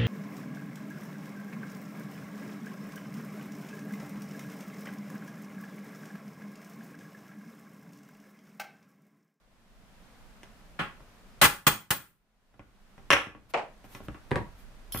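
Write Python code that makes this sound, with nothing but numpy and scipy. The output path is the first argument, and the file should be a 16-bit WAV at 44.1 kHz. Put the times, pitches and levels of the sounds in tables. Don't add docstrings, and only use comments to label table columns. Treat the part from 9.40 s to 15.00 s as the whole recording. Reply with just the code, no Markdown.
import sys
import numpy as np
from scipy import signal
from scipy.fft import rfft, irfft, next_fast_len
from scipy.io import wavfile
from scipy.ndimage import uniform_filter1d, minimum_filter1d

SR = 44100
rng = np.random.default_rng(int(sys.argv[2]) if len(sys.argv) > 2 else 0)


def store_pcm(level_fs):
    pcm = np.round(np.clip(level_fs, -1, 1) * 32767).astype(np.int16)
    wavfile.write(sys.argv[1], SR, np.atleast_2d(pcm).T)


N = 246958
AGE = np.arange(SR // 2) / SR
# (frequency [Hz], relative level [dB])
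TRAY_TONES = [(124, 1), (150, -1), (215, -4), (312, -3), (400, -4), (485, -1), (580, -4), (796, 1),
              (846, 0), (1126, 4), (1198, 1), (1308, 1), (1402, 4), (1470, 2), (1620, -3), (1730, 1),
              (2020, 1), (2470, 0), (2715, -2), (3000, -2), (3321, -8)]


def amp(db):
    return 10 ** (np.asarray(db) / 20)


def unit(x):
    return x / np.sqrt(np.mean(x ** 2) + 1e-20)


def unit_attack(x):
    attack = x[..., :SR // 25]
    return x / np.sqrt(np.mean(attack ** 2) + 1e-20)


def along(points, hz):
    point_hz, values = np.transpose(points)
    return np.interp(np.log(hz + 1), np.log(point_hz), values)


def fade(t60):
    return np.exp(-np.log(1000) * AGE / max(t60, 1e-4))


def add(track, s, sound):
    space = track[:, round(s * SR):][:, :sound.shape[1]]
    space += sound[:, :space.shape[1]]


def through(x, response):
    return signal.fftconvolve(x, response[None], axes=1)[:, :x.shape[1]]


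def colour(spectrum, size=8192):
    gain = amp(along(spectrum, np.fft.rfftfreq(size, 1 / SR)))
    cepstrum = irfft(np.log(gain))
    cepstrum[1:size // 2] *= 2
    cepstrum[size // 2 + 1:] = 0
    return irfft(np.exp(rfft(cepstrum)))[:size // 2]


def resonator(modes, t60):
    age = AGE[:SR // 6]
    tones = sum(amp(db) * np.sin(2 * np.pi * hz * age) for hz, db in modes)
    return tones * fade(t60)[:len(age)]


def diffuse(size):
    # (frequency [Hz], side over middle [dB])
    stereo_width = [(60, -4), (150, -10.5), (600, -8), (1200, -4.5), (3000, 0), (10000, -1.5)]
    m = next_fast_len(size)
    mid, side = rng.standard_normal((2, m))
    side_gain = amp(along(stereo_width, np.fft.rfftfreq(m, 1 / SR)))
    side = irfft(rfft(side) * side_gain, m)
    return unit(np.array([mid + side, mid - side])[:, :size])


def room_tail():
    # (frequency [Hz], time to lose 60 dB [s])
    room_decay = [(100, 0.43), (400, 0.27), (1500, 0.28), (5000, 0.26), (14000, 0.28)]
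    hz, t, grains = signal.stft(diffuse(len(AGE)), SR, nperseg=256)
    decay = np.exp(-np.log(1000) * t / along(room_decay, hz)[:, None])
    tail = signal.istft(grains * decay, SR, nperseg=256)[1]
    return tail[:, :len(AGE)] * (1 - fade(0.006))


def contact(rattle_t60, crack_db, room_db):
    crack = amp(crack_db) * fade(0.0055) * rng.standard_normal(len(AGE))
    rattle = fade(rattle_t60) * diffuse(len(AGE))
    return crack + rattle + amp(room_db) * room_tail()


def cushioned(hit, db):
    corner_hz = np.clip(8730 * 2 ** (db / 18), 500, 16000)
    return signal.sosfilt(signal.butter(2, corner_hz, fs=SR, output='sos'), hit)


def voiced(hit, thud_db, edge_db, sizzle_db):
    # (lowest frequency [Hz], highest frequency [Hz])
    band_edges = [(30, 350), (350, 3800), (3800, 9000), (9000, 17000)]
    out = 0
    for edges, db in zip(band_edges, (thud_db, 0, edge_db, sizzle_db)):
        band = signal.sosfilt(signal.butter(4, edges, 'band', fs=SR, output='sos'), hit)
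        out = out + amp(db) * unit_attack(band)
    return out


def room_tone():
    # (time [s], level [dB])
    rumble_levels = [(0, -57), (1.499, -57), (4.102, -55), (4.7, -57), (5.6, -47)]
    # (frequency [Hz], relative gain [dB])
    rumble_colour = [(11, -37.5), (18, 13.5), (43, 4.5), (54, 3), (70, -19), (160, -10), (210, -42.5),
                     (350, -120)]
    hiss_colour = [(59, -29.5), (100, -4.5), (156, -8), (197, -1), (322, -12.5), (595, -12), (691, -12),
                   (836, -14), (1480, -16), (3190, -24), (13200, -35), (16000, -40)]
    rumble_db = np.interp(np.arange(N) / SR, *np.transpose(rumble_levels))
    rumble = amp(rumble_db) * unit(through(diffuse(N), colour(rumble_colour)))
    rumble = rumble * amp([[-1.3], [1.3]])
    hiss = amp(-58) * unit(through(diffuse(N), colour(hiss_colour)))
    return rumble + hiss


def scraping():
    # (time of the strongest moment [s], length [s], level [dB])
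    slides = [(4.106, 0.021, -49), (4.454, 0.027, -61), (4.544, 0.1, -55), (4.652, .04, -59.5),
              (5.206, 0.062, -62)]
    # (frequency [Hz], relative gain [dB])
    slide_colour = [(1000, 6.5), (3000, 0.5), (7000, -5.5), (14000, 0.5), (16000, -10.5)]
    t = np.arange(N) / SR
    stroke = sum(amp(db) * np.exp(-(2 * (t - s) / length) ** 2) for s, length, db in slides)
    return stroke * unit(through(diffuse(N), colour(slide_colour)))


def knocks(events, spectrum, modes, ring_db, ring_t60, rattle_t60, crack_db, room_db, sizzle_db):
    out = np.zeros((2, N))
    clatter, body = colour(spectrum), resonator(modes, ring_t60)
    for s, db, thud_db, hard_db in events:
        push = contact(rattle_t60, crack_db, room_db)
        ring = amp(ring_db) * unit_attack(through(push, body))
        hit = unit_attack(through(push, clatter)) + ring
        add(out, s, amp(db) * voiced(cushioned(hit, db), thud_db, hard_db, hard_db + sizzle_db))
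    return out


def tray_knocks():
    # (time [s], level [dB], thud [dB], hardness [dB])
    tray_hits = [(1.032, -56.5, -6, -4.5), (1.605, -61.5, 0.5, -26), (3.141, -58, 3, -18),
                 (3.194, -45.5, 3.5, -23), (3.579, -55.5, 3, -16), (3.704, -15.5, -17, -12.5),
                 (3.7145, -15.5, -20.5, -21.5), (3.7245, -20, -10, -9.5), (3.7305, -5, -27, -16),
                 (3.766, -17.5, -32, -24), (3.869, -40.5, 3.5, -18), (3.949, -46.5, 2.5, -41.5),
                 (4.442, -56.5, 1, -14.5), (4.549, -51, 0.5, -6), (4.604, -57, 7.5, -22),
                 (4.684, -48, 8.5, -17.5), (4.745, -52.5, -1, -22), (5.5465, -42, 4, -28),
                 (5.559, -45, 2, -23)]
    # (frequency [Hz], relative gain [dB])
    tray_colour = [(35, -62.5), (60, -0.5), (159, -5), (421, -15.5), (566, -2), (700, -12), (952, -4.5),
                   (1430, -3.5), (1760, -1), (2800, -5), (3600, -16.5), (4600, -24), (5600, -11.5),
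                   (7200, -26), (8600, -26.5), (12100, -28), (13500, -26.5)]
    return knocks(tray_hits, tray_colour, TRAY_TONES, ring_db=-5.5, ring_t60=0.13,
                  rattle_t60=0.056, crack_db=10.0, room_db=-7, sizzle_db=-8.5)


def hammer_laid_down():
    # (time [s], level [dB], thud [dB], hardness [dB])
    hammer_hits = [(4.1375, -31.5, -13.5, -9.5), (4.1415, -21, -20.5, -37), (4.174, -29, -38.5, -22),
                   (4.192, -33, -30, -25)]
    # (frequency [Hz], relative gain [dB])
    hammer_colour = [(47, -71), (80, -43), (129, -2), (263, -13), (348, -10), (597, -4.5), (651, 0.5),
                     (1510, -14.5), (2650, -16.5), (3750, -33), (8520, -30.5), (14000, -41)]
    # (frequency [Hz], relative level [dB])
    hammer_tones = [(413, -19), (475, -11), (646, 21), (713, -2), (820, 1), (876, -6.5), (1110, -2),
                    (2330, 4)]
    return knocks(hammer_hits, hammer_colour, hammer_tones, ring_db=-9, ring_t60=0.025,
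                  rattle_t60=0.093, crack_db=4.5, room_db=-4.5, sizzle_db=-27)


def tray_drops():
    # (time [s], level [dB], thud [dB], hardness [dB])
    drop_hits = [(4.909, -43.5, -2, -17), (4.915, -30.5, 1, -27), (4.9575, -31, -2, -22)]
    # (frequency [Hz], relative gain [dB])
    drop_colour = [(25, -42), (45, 2), (110, 6.5), (300, -8), (520, -11.5), (1100, -19), (1800, -15),
                   (3000, -30), (14000, -42)]
    # (frequency [Hz], relative level [dB])
    mat_tones = [(85, 3), (124, 0), (215, -7), (370, -6), (510, -8), (577, -7), (800, -7), (962, 3),
                 (1110, -3), (1665, -12), (1850, -14)]
    return knocks(drop_hits, drop_colour, mat_tones, ring_db=-2.5, ring_t60=0.05,
                  rattle_t60=0.14, crack_db=17.5, room_db=-0.5, sizzle_db=-7)


def punch_laid_down():
    # (time [s], level [dB])
    clinks = [(5.522, -30), (5.542, -33), (5.5555, -37), (5.573, -31), (5.588, -35)]
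    # (frequency [Hz], relative gain [dB])
    tick_colour = [(880, -84), (2400, -43), (3280, -3.5), (7980, -14.5), (9510, -6), (11800, -3),
                   (13500, 0), (15500, -28.5)]
    # (frequency [Hz], relative level [dB])
    loose_tones = [(3180, 1), (3420, -3), (4264, -6), (4990, -5), (5510, -2.5), (6514, -14), (7500, -7),
                   (9820, 1.5), (10500, -3), (11080, 8.5), (12660, 3), (12900, 3), (13890, 10.5),
                   (14390, -7)]
    click, punch = colour(tick_colour), resonator(loose_tones, t60=0.13)
    out = np.zeros((2, N))
    for s, db in clinks:
        push = contact(rattle_t60=0.04, crack_db=-1, room_db=-15.5)
        tick = amp(-16.5) * unit_attack(through(push, click))
        ring = amp(-9.5) * unit_attack(through(push, punch))
        add(out, s, amp(db) * (tick + ring))
    return out


def hammering():
    # (time [s], level [dB], thud [dB], edge [dB], sizzle [dB], punch ring [dB],
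    #         time for the rattle to lose 60 dB [s])
    blows = [(1.390, -30.5, -7, -23.5, -33, -15.5, 0.29), (2.0139, 5.5, -14, -7, -7, -15, 0.24),
             (2.2662, 2.5, -8, -5.5, -4.5, -4.5, 0.23), (2.5044, -1.5, -9, -5, -3, -16, 0.13)]
    # (frequency [Hz], relative gain [dB])
    blow_colour = [(29, -42), (50, -10), (90, -3), (150, 6), (298, -12), (418, -19.5), (545, -2.5),
                   (746, -11), (822, 7.5), (927, -2), (1400, 3.5), (2750, -7), (3250, -12.5), (6390, -17),
                   (14500, -14.5), (16000, -20.5)]
    # (frequency [Hz], relative level [dB])
    held_tones = [(3150, -12.5), (3320, -13.5), (4350, -28), (5520, -28), (6728, -17.5), (7850, -24.5),
                  (8680, -16.5), (11400, -21.5), (12400, -16), (13700, -19), (14763, 0)]
    clatter = colour(blow_colour)
    tray, punch = resonator(TRAY_TONES, t60=0.066), resonator(held_tones, t60=0.06)
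    out = np.zeros((2, N))
    for s, db, thud_db, edge_db, sizzle_db, punch_db, rattle_t60 in blows:
        push = contact(rattle_t60, crack_db=-1, room_db=-10) * (1 - fade(0.015))
        parts = [(clatter, 0), (tray, -4), (punch, punch_db)]
        hit = sum(amp(part_db) * unit_attack(through(push, part)) for part, part_db in parts)
        add(out, s, amp(db) * voiced(hit, thud_db, edge_db, sizzle_db))
    return out


def scene():
    handling = tray_knocks() + hammer_laid_down() + tray_drops() + punch_laid_down()
    return room_tone() + scraping() + handling + hammering()


def gain_control(x, size=128):
    sense_hz, threshold_db, knee_db = 4000, -31.5, 4.5
    attack_db_per_s = 376.5
    release_db_per_s, release_s = 13, 1.35
    cut_db = 11
    treble = signal.sosfilt(signal.butter(2, sense_hz, 'high', fs=SR, output='sos'), x)
    power = np.abs(uniform_filter1d(np.mean(treble ** 2, axis=0), size=size))[::size]
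    cuts = []
    for level_db in 10 * np.log10(power + 1e-14):
        drive = np.clip((level_db - cut_db - threshold_db) / knee_db, 0, 1)
        slope = attack_db_per_s * drive - release_db_per_s - cut_db / release_s
        cut_db = max(0, cut_db + slope * size / SR)
        cuts.append(cut_db)
    smooth_cut_db = np.interp(np.arange(N) / size, np.arange(len(cuts)), cuts)
    return x * amp(-smooth_cut_db)


def limiter(x, ceiling_db, hold_s):
    power = np.abs(uniform_filter1d(np.mean(x ** 2, axis=0), size=128))
    needed = np.minimum(1, amp(ceiling_db) / np.sqrt(power + 1e-12))
    held = minimum_filter1d(needed, max(int(hold_s * SR), 1))
    return x * uniform_filter1d(held, size=128)


def record(dry):
    limited = limiter(gain_control(dry), ceiling_db=-13.0, hold_s=0.002)
    low_pass = signal.cheby1(12, 0.2, 15500, fs=SR, output='sos')
    return signal.sosfilt(low_pass, limited)


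dry = scene()
out = record(dry)
store_pcm(out)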